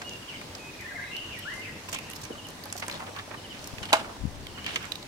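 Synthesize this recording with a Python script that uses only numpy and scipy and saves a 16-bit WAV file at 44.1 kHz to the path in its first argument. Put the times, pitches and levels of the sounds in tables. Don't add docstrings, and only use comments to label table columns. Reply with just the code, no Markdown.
import sys
import numpy as np
from scipy import signal
from scipy.io import wavfile
from scipy.ndimage import uniform_filter1d

SR = 44100
rng = np.random.default_rng(int(sys.argv[2]) if len(sys.argv) > 2 else 0)


def invert_db(level):
    return 10 ** (np.asarray(level, dtype=float) / 20)


def master_out(mix):
    frames = np.transpose(np.atleast_2d(mix))
    ceiling = np.clip(frames, -1, 1)
    pcm = np.round(ceiling * 32767).astype(np.int16)
    wavfile.write(sys.argv[1], SR, pcm)


N = 223719
LAG = 8
BIRD_LEAN_DB = 0.77


def evened(x):
    return x / np.sqrt(np.mean(x ** 2) + 1e-20)


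def read(points, hz):
    f, value = np.transpose(points)
    return np.interp(np.log(hz + 1), np.log(f + 1), value)


def add(mix, s, sound):
    part = mix[..., round(s * SR):][..., :sound.shape[-1]]
    part += sound[..., :part.shape[-1]]


def sides(db):
    return invert_db(np.array([[db / 2], [-db / 2]]))


def band(x, lo_hz, hi_hz):
    sos = signal.butter(2, [lo_hz, hi_hz], "band", fs=SR, output="sos")
    return signal.sosfilt(sos, x) / np.sqrt(2 * (hi_hz - lo_hz) / SR)


def drift(size, hz):
    r = np.exp(-np.pi * hz / SR)
    settle = 3000
    white = rng.standard_normal((size + settle, 2)) @ [1, 1j]
    z = signal.lfilter([1], [1, -2 * r, r * r], white)[settle:]
    return z / np.sqrt(np.mean(abs(z) ** 2))


def paired(size, same):
    a, b = rng.standard_normal((2, size + LAG))
    left = same * a[:size] + np.sqrt(1 - same ** 2) * b[:size]
    return np.array([left, a[LAG:]])


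def lagged(x):
    return np.array([np.roll(x, LAG), x])


def woods(x, t60, gap_s):
    t = np.arange(SR // 2) / SR
    tail = rng.standard_normal((2, len(t))) * invert_db(-60 * t / t60) * (t > gap_s)
    return signal.fftconvolve(x, tail / np.linalg.norm(tail[0]), axes=1)[:, :N]


def note(t, hz, hoarse_hz, db, edge):
    turn = np.exp(2j * np.pi * np.cumsum(hz) / SR)
    paths = np.array([drift(len(t), hoarse_hz), drift(len(t), hoarse_hz)])
    clear = np.exp(-hoarse_hz / 120)
    voice = (np.sqrt(clear) + np.sqrt(1 - clear) * paths) * turn
    return invert_db(db) * np.sqrt(2) * voice.real * signal.windows.tukey(len(t), edge)


def monkey_lean_db(s):
    # (time [s], left minus right [dB])
    path = [
        (0, -1),
        (2.75, -7),
        (2.9, 2),
        (3.16, -3.5),
        (4.0, -2.5),
        (4.6, -4),
        (5.07, -7),
    ]
    return np.interp(s, *np.transpose(path))


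def crackle(size):
    grains_per_s = 300
    grains = invert_db(6.3 * np.minimum(rng.exponential(1, size), 4))
    grains = grains * (rng.random(size) < grains_per_s / SR)
    return evened(0.48 + signal.lfilter([1], [1, -.985], grains) / 1.24)


def brittle(db, hz, top_db, lean_db, rise, t60, flat, hiss, ring):
    t = np.arange(3000) / SR
    decay = invert_db(db - 9.0 - 60 * np.maximum(t - flat, 0) / t60)
    shape = decay * np.minimum(t / rise, 1) ** 2 * sides(lean_db)
    burst = paired(len(t), 0.15) * shape
    late = np.array([[LAG / SR], [0]])
    tone = np.sqrt(2) * np.sin(2 * np.pi * hz * (t - late)) * shape
    body = ring * tone + np.sqrt(1 - min(ring, 1) ** 2) * band(burst, 0.64 * hz, 1.29 * hz)
    return body + hiss * band(burst, 920, 6700) + invert_db(top_db + 7.5) * band(burst, 9800, 13300)


def wash():
    # (frequency [Hz], level per Hz [dB])
    spectrum = [(15, -25), (25, -18), (84, -2), (285, -5), (734, -12.5), (911, -11), (1070, -16.5),
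                (1160, -11), (1260, -15.5), (1560, -13.5), (1890, -14.5), (2410, -15), (2840, -15.5),
                (5430, -19), (16000, -35)]
    # (frequency [Hz], correlation [-1 to 1])
    likeness = [(60, 0.77), (150, 1), (380, 0.79), (950, 0.28), (2380, 0.0127), (5980, 0.027),
                (15000, 0.01)]
    # (frequency [Hz], left minus right [dB])
    tilt = [(60, 2.5), (180, 1.5), (550, 1), (1650, -1), (4970, -1.0), (15000, 0.5)]
    # (time [s], level [dB])
    breeze = [
        (0, 2.5),
        (1.0, 2),
        (1.9, 1.6),
        (3.3, 0),
        (3.7, 2),
        (4.3, -2.5),
        (4.7, 2),
        (5.07, 0.5),
    ]
    level_db = -44
    frames, hz = N // 256 + 5, np.fft.rfftfreq(1024, 1 / SR)
    a, b, c, d, patches = rng.standard_normal((frames, 513, 5)).T
    patches = evened(uniform_filter1d(uniform_filter1d(patches, 12, 0), 14, 1))
    same = np.clip(read(likeness, hz), -1, 1)[:, None]
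    left = a + 1j * b
    right = same * left + np.sqrt(1 - same ** 2) * (c + 1j * d)
    lean = read(tilt, hz)[:, None] / 2
    breeze_db = np.interp(np.arange(frames) * 256 / SR, *np.transpose(breeze))
    leaves = np.outer(hz / (hz + 900), breeze_db)
    z = np.array([left, right])
    z *= invert_db(read(spectrum, hz)[:, None] + 1.3 * patches + leaves + np.array([lean, -lean]))
    return invert_db(level_db) * evened(signal.istft(z, nperseg=1024, noverlap=768)[1][:, :N])


def hum():
    # (frequency [Hz], width [Hz], level [dB], left minus right [dB])
    lines = [
        (99.4, 8.6, -57, 0),
        (583.5, 6.2, -64, -8),
        (1020, 17.3, -67.5, 15.5),
    ]
    t = np.arange(N) / SR
    out = np.zeros((2, N))
    for hz, width, db, lean_db in lines:
        line = (drift(N, width) * np.exp(2j * np.pi * hz * t)).real
        out += sides(lean_db) * invert_db(db) * np.sqrt(2) * line
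    return out


def whistles():
    # (time [s], length [s], frequency [Hz], level [dB], hoarseness [Hz])
    calls = [(0.001, 0.042, 722, -52, 78), (0.044, 0.054, 2883, -45, 24), (.105, 0.06, 2780, -49, 69),
             (0.211, 0.08, 2800, -55, 110), (.582, .13, 2520, -49.5, 5), (0.728, 0.027, 2480, -50, 200),
             (.785, 0.07, 2450, -51, 160), (0.805, .025, 2100, -50, 150), (.843, 0.025, 1790, -42, 43),
             (0.928, .04, 702, -52.5, 37), (1.04, 0.08, 3900, -53, 170), (1.045, 0.085, 2084, -49, 160),
             (1.069, 0.03, 2560, -49, 80), (0.909, 0.017, 1634, -44, 35), (1.645, 0.023, 2590, -45, 150),
             (1.111, 0.053, 2720, -40, 340), (1.146, 0.05, 2943, -37.5, 180), (1.15, 0.22, 2846, -45, 260),
             (1.371, .18, 2900, -50, 290), (1.659, 0.046, 2070, -51, 110), (1.665, 0.13, 2680, -55, 310),
             (1.504, 0.041, 1072, -50.5, 130), (1.938, 0.062, 2565, -45, 600),
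             (2.048, 0.069, 2740, -50.5, 400), (1.72, 0.094, 1987, -55, 500),
             (1.989, 0.061, 2095, -52, 810), (2.07, .035, 1850, -54, 170), (0.987, .016, 1663, -42, 30),
             (1.027, 0.015, 2097, -36.5, 30)]
    out = np.zeros((2, N))
    for s, length, hz, db, hoarse_hz in calls:
        t = np.arange(0, length, 1 / SR)
        swell = invert_db(4.7 * (t / length - .5))
        add(out, s, sides(BIRD_LEAN_DB) * swell * note(t, hz + 0 * t, hoarse_hz, db, 0.19))
    return out


def taps():
    # (time [s], peak level [dB], frequency [Hz])
    blows = [(0.015, -28.5, 1580), (0.054, -38.5, 986), (0.414, -36.5, 1020), (1.887, -33.5, 1020),
             (1.929, -32.5, 695), (1.944, -30, 1057), (2.25, -34, 2320), (2.301, -31.5, 450),
             (2.305, -28.5, 338), (2.352, -38, 1188), (2.656, -33.5, 850), (2.753, -31.5, 723),
             (2.822, -26, 2100), (2.829, -33, 2180), (2.825, -29.5, 935), (2.839, -32.5, 904),
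             (2.88, -27, 990), (2.938, -32, 987), (2.995, -33, 960), (2.955, -33.5, 330),
             (3.019, -33, 1090), (3.035, -35, 796), (3.193, -29.5, 1740), (3.275, -37, 650),
             (3.312, -36, 350), (3.922, -24, 895), (3.07, -35, 955), (3.089, -32.5, 617),
             (3.162, -28.5, 1120), (3.187, -31, 1140), (3.307, -34, 631), (3.344, -31.5, 1200),
             (3.63, -39, 620), (3.83, -30.5, 1455), (3.891, -42, 620), (4.012, -32, 800), (4.012, -36, 305),
             (4.044, -34, 1400), (4.054, -32.5, 1160), (4.075, -35, 670), (4.09, -36.5, 860),
             (4.125, -41, 770), (4.162, -38, 890), (4.662, -24, 2340), (4.76, -22.5, 2250)]
    lean_share = .4
    t, out = np.arange(4000) / SR, np.zeros((2, N))
    for s, db, hz in blows:
        ring = np.sin(2 * np.pi * hz * t)
        ring = ring + 0.16 * np.sin(2 * np.pi * hz * rng.uniform(1.1, 1.4) * t)
        puff = band(paired(len(t), 0.52), 0.49 * hz, 1.72 * hz)
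        shape = invert_db(db + 2 - 60 * t / 0.055) * np.minimum(t / 0.0035, 1)
        lean = sides(monkey_lean_db(s) * lean_share * hz / 1000)
        add(out, s, (0.63 * lagged(ring) + 0.53 * puff) * shape * lean)
    return out


def ticks():
    # (time [s], peak level [dB], centre [Hz], top band re peak [dB])
    breaks = [(0.0185, -30.5, 5340, -30), (0.0933, -28.5, 5030, -26), (0.1336, -34.5, 4500, -16),
              (0.5506, -26, 4880, -22), (0.5811, -42, 4300, -14.5), (0.81, -35.5, 5030, -7),
              (1.1655, -27, 4360, -14), (1.917, -29, 6730, -19), (2.0995, -25, 8500, -23),
              (2.244, -38, 6240, -9), (2.486, -29.5, 6450, -11.5), (2.5029, -39, 5700, -3),
              (2.655, -36, 4690, -2), (2.7255, -17, 7250, -32), (2.7652, -27, 5800, -13.5),
              (2.881, -18.5, 7540, -27), (3.5916, -35, 4220, -20), (3.642, -27, 5970, -16),
              (3.673, -26.5, 5570, -6.5), (4.8529, -31, 6500, -13)]
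    out = np.zeros((2, N))
    for s, *blow in breaks:
        add(out, s - .0012, brittle(*blow, -4.5, rise=0.0022, t60=0.016, flat=0.0019, hiss=0.68, ring=0.46))
    return out


def chirps():
    # (time [s], level [dB], hoarseness [Hz])
    calls = [(0.206, -49, 174), (0.275, -40.5, 174), (0.341, -46, 220), (1.342, -49, 266),
             (1.415, -44, 310), (1.495, -47, 200), (2.306, -45.5, 65), (2.371, -47.5, 40), (2.436, -47, 58),
             (3.365, -49.5, 70), (3.433, -46, 35), (3.498, -44.5, 69), (3.532, -57, 80), (3.818, -46, 100),
             (3.884, -47, 100), (3.95, -45, 60), (4.472, -53, 30), (4.498, -55, 23), (4.536, -47.5, 38),
             (4.572, -47.5, 40), (4.602, -50, 15), (4.645, -42, 270), (4.675, -43.5, 270),
             (4.707, -45, 270)]
    start_hz, fall_hz, length, swell_db = 3300, 570, .04, 4
    t, out = np.arange(0, length, 1 / SR), np.zeros((2, N))
    hz = start_hz - fall_hz * np.sin(1.3 * t / length)
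    for s, db, hoarse_hz in calls:
        add(out, s, note(t, hz, hoarse_hz, db + swell_db * (t / length - .5), 0.7))
    return out


def swoops():
    # (time [s], length [s], start frequency [Hz], level [dB])
    calls = [
        (0.288, 0.065, 3050, -44.5),
        (0.789, 0.046, 2449, -47),
        (1.317, 0.0683, 2830, -44),
        (1.616, 0.082, 2948, -43.5),
    ]
    hz_per_s, hoarse_hz = -14500, 336
    out = np.zeros((2, N))
    for s, length, hz, db in calls:
        t = np.arange(0, length, 1 / SR)
        add(out, s, sides(BIRD_LEAN_DB) * note(t, hz + hz_per_s * t, hoarse_hz, db, 0.087))
    return out


def snaps():
    # (time [s], peak level [dB], centre [Hz], top band re peak [dB])
    breaks = [(0.413, -26, 2270, -28.5), (1.8866, -28, 2630, -19), (1.987, -22, 2780, -17.5),
              (2.134, -29, 2920, -12), (2.154, -34, 5110, -13), (2.2514, -31, 6240, -17.5),
              (2.4687, -37, 2880, -9.5), (2.6377, -32, 4510, -9), (2.697, -35, 2300, -22),
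              (2.701, -33, 3870, -17), (2.865, -31, 2900, -15), (2.8976, -20.5, 2400, -21.5),
              (2.9128, -25, 4100, -20), (2.925, -27, 4200, -21.5), (2.9417, -30, 3480, -18),
              (2.953, -32, 3800, -25), (2.975, -36, 4200, -25), (3.003, -31, 2610, -25),
              (3.067, -32, 3030, -25), (3.1632, -28.5, 3120, -26.5), (3.1882, -27.5, 3650, -26.5),
              (3.7833, -26.5, 2580, -27.5), (3.854, -24, 3300, -23.5), (3.897, -44, 3070, -17),
              (4.468, -27, 3170, -19.5), (4.583, -32.5, 2900, -25.5), (4.6439, -25, 3020, -27),
              (4.6632, -17, 2730, -27), (4.7588, -10.5, 2890, -30), (4.827, -30, 3420, -19.5),
              (4.9198, -16.5, 3770, -23), (4.9553, -24, 3830, -21), (5.0274, -30, 4000, -20)]
    out = np.zeros((2, N))
    for s, *blow in breaks:
        add(out, s - .0012, brittle(*blow, monkey_lean_db(s), rise=0.0016, t60=0.016, flat=0.0026,
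                                    hiss=0.33, ring=0.82))
    return out


def warble():
    # (delay [s], level [dB])
    slaps = [
        (.013, -7),
        (.027, -9),
        (.05, -11),
    ]
    start_s, length, db, hoarse_hz = .845, .205, -39, 100
    centre_hz, swing_hz, swing_s, dip_s, climb_hz_per_s = 1860, 265, .0735, .92, 100
    t = np.arange(0, length, 1 / SR)
    growth = np.minimum(0.22 + t / 0.088, 1)
    swing = -np.cos(2 * np.pi * (t + start_s - dip_s) / swing_s) * growth
    dwell = invert_db(-6 * (1 - swing ** 2) - .5 * swing)
    hz = centre_hz + climb_hz_per_s * t + swing_hz * swing
    direct = np.zeros((2, N))
    add(direct, start_s, sides(BIRD_LEAN_DB) * dwell * note(t, hz, hoarse_hz, db, 0.157))
    out = direct.copy()
    for delay, slap_db in slaps:
        add(out, delay, invert_db(slap_db) * direct[::-1] * drift(N, 25).real)
    return out


def crunches():
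    # (time [s], peak level [dB], centre [Hz], top band re peak [dB])
    breaks = [(1.386, -34, 9500, -19), (1.536, -39, 8000, -20), (1.8883, -34, 6520, -14.5),
              (1.926, -26, 6800, -14), (1.942, -27.5, 6500, -26.5), (2.108, -36.5, 6610, -8.5),
              (2.1583, -36.5, 5420, -9), (2.213, -39, 5370, -9.5), (2.2327, -33.5, 6250, -23),
              (2.7756, -33, 5870, -8), (2.796, -35, 5880, -8), (2.824, -46, 3950, -19.5),
              (3.828, -32.5, 3600, -26), (3.949, -30, 3400, -17), (3.9638, -35.5, 5070, -26.5)]
    out = np.zeros((2, N))
    for s, *blow in breaks:
        add(out, s - .002, brittle(*blow, monkey_lean_db(s), rise=0.0043, t60=0.027, flat=0.0099,
                                   hiss=1.0, ring=0.37))
    return out


def riser():
    start_s, length, db, hoarse_hz = 1.445, 0.195, -37, 80
    from_hz, to_hz, glide_s, fade_db = 1250, 2070, 0.088, -5
    t = np.arange(0, length, 1 / SR)
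    up = np.sin(1.25 * np.minimum(t / glide_s, 1)) / np.sin(1.25)
    hz = from_hz + (to_hz - from_hz) * up
    out = np.zeros((2, N))
    add(out, start_s, sides(BIRD_LEAN_DB) * invert_db(fade_db * up ** 4) * note(t, hz, hoarse_hz, db, 0.23))
    return out


def scrapes():
    # (time [s], length [s], level [dB], low edge [Hz], high edge [Hz])
    drags = [(1.542, 0.065, -53.5, 6000, 10500), (1.921, 0.061, -36.5, 2180, 3370),
             (2.817, 0.028, -39.5, 800, 2400), (2.878, 0.12, -42.5, 600, 2500),
             (2.908, 0.07, -46, 3300, 4770), (2.989, 0.057, -41, 550, 1620), (3.064, 0.031, -42, 500, 2250),
             (3.146, 0.059, -42.5, 790, 2170), (3.299, 0.055, -39.5, 497, 2000),
             (3.508, 0.084, -47.5, 1540, 2860), (3.584, 0.11, -54, 2000, 9000),
             (3.822, 0.051, -46, 1200, 4530), (3.884, 0.031, -39.5, 550, 3080),
             (3.989, .035, -39.5, 700, 4320), (4.045, 0.094, -45, 598, 1260),
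             (4.572, 0.028, -43, 900, 2600), (4.638, 0.16, -46.5, 396, 1090),
             (4.657, 0.12, -37.5, 1460, 3860), (4.679, 0.085, -50, 4200, 10000),
             (4.795, 0.091, -41, 910, 2920)]
    out = np.zeros((2, N))
    for s, length, db, lo_hz, hi_hz in drags:
        size = int(length * SR)
        drag = paired(size, 0.263) * crackle(size) ** 0.4 * signal.windows.tukey(size, .45)
        add(out, s, invert_db(db) * sides(monkey_lean_db(s)) * band(drag, lo_hz, hi_hz))
    return out


def rustle():
    # (time [s], level [dB])
    stirring = [
        (1.8, -55),
        (2.66, -55.5),
        (2.91, -44),
        (3.34, -58),
        (3.901, -47),
        (4.23, -53.5),
        (5.07, -62.5),
    ]
    # (low edge [Hz], high edge [Hz])
    bands = [
        (450, 1040),
        (3500, 10600),
        (9000, 22000),
        (189, 380),
    ]
    layers = [(-54.0, 0.813, 0.97), (-57.5, 0.75, -1.5), (-62.5, 0.63, -1.5),
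              (-56.5, 0.81, -0.89)]
    t = np.arange(N) / SR
    s, db = np.transpose(stirring)
    stir_db = np.interp(t, s, db) + 56
    bed = paired(N, 0.58) * crackle(N) ** .5 * (t > s[0])
    out = np.zeros((2, N))
    for (rest_db, share, lean_db), edges in zip(layers, bands):
        out += band(bed * invert_db(rest_db + share * stir_db) * sides(lean_db), *edges)
    return out


def gust():
    # (time [s], level [dB])
    rumble = [
        (3.55, -60),
        (4.15, -57),
        (4.256, -33.5),
        (4.316, -44),
        (5.07, -68),
    ]
    # (time [s], level [dB], width [s], signed strength)
    eddies = [
        (3.738, -27, 0.00155, 0.83),
        (3.789, -31.5, 0.0019, -0.71),
        (3.82, -31.5, 0.0018, 0.97),
        (4.222, -31, 0.0041, 0.73),
        (4.24, -21, 0.0011, 0.82),
        (4.2545, -16, 0.0012, 0.99),
        (4.279, -24.5, 0.002, -1.14),
        (4.291, -34, 0.0032, -0.97),
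        (4.32, -40.5, 0.00265, 1),
    ]
    s, db = np.transpose(rumble)
    t = np.arange(N) / SR
    out = band(rng.standard_normal(N), 20.6, 112) * invert_db(np.interp(t, s, db) + 2) * (t > s[0])
    for s, db, width, sign in eddies:
        u = np.arange(-.03, .03, 1 / SR) / width
        add(out, s - .03, sign * invert_db(db) * u * np.exp((1 - u ** 2) / 2))
    return out * np.array([[1], [.12]])


def knock():
    # (frequency [Hz], level [dB], 60 dB decay [s])
    modes = [(307, -13.5, 0.1), (416, -18, 0.02), (573, -15, 0.024), (651, -0.5, 0.15), (860, -3.5, 0.085),
             (1006, -0.5, 0.055), (1119, -1, 0.061), (1274, 0, 0.03), (1460, -3, 0.055),
             (1610, -10.5, 0.16), (2130, -2.5, 0.071)]
    # (time [s], level [dB], frequency [Hz])
    bounces = [
        (3.9313, -10, 830),
        (3.935, -2.5, 940),
        (3.94, -6, 895),
    ]
    start_s, ring_db, crack_db, scatter_db = 3.9288, -10, -11.5, -22.5
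    t, out = np.arange(SR // 3) / SR, np.zeros((2, N))
    ring = sum(invert_db(db - 60 * t / min(t60, .2)) * np.sin(2 * np.pi * hz * t) for hz, db, t60 in modes)
    ring = invert_db(ring_db) * ring * np.minimum(t / 0.00184, 1)
    noise = paired(len(t), 0.55)
    crack = band(noise, 2120, 4860) + 0.51 * band(noise, 4100, 8360)
    crack *= invert_db(crack_db - 60 * t / 0.049) * np.minimum(t / 0.00076, 1) * sides(-7.5)
    scatter = band(noise, 590, 1430) + .5 * band(noise, 2230, 3050)
    scatter *= invert_db(scatter_db - 60 * t / 0.22)
    add(out, start_s, 0.54 * lagged(ring) + crack + scatter)
    for s, db, hz in bounces:
        thump = -invert_db(db - 60 * t / 0.012) * np.sin(2 * np.pi * hz * t) * np.minimum(t / .0007, 1)
        add(out, s, lagged(thump))
    return out


def scene():
    callers = whistles() + swoops() + warble() + riser()
    small = chirps()
    birds = callers + small + woods(invert_db(-2.5) * callers + invert_db(-4.5) * small, 0.49, 0.0062)
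    near = taps() + ticks() + snaps() + crunches() + scrapes() + rustle() + knock()
    near_echo = invert_db(-15.0) * woods(near, 0.29, 0.0034)
    return wash() + hum() + birds + near + near_echo + gust()


def top_cut(x):
    return signal.sosfilt(signal.butter(12, 17010, fs=SR, output="sos"), x)


def record(dry):
    limited = .95 * np.tanh(dry / .95)
    edge = signal.firwin(255, 15950, window=("kaiser", 8), fs=SR)
    mix = signal.oaconvolve(limited, edge[None], "same")
    return top_cut(mix)


dry = scene()
out = record(dry)
master_out(out)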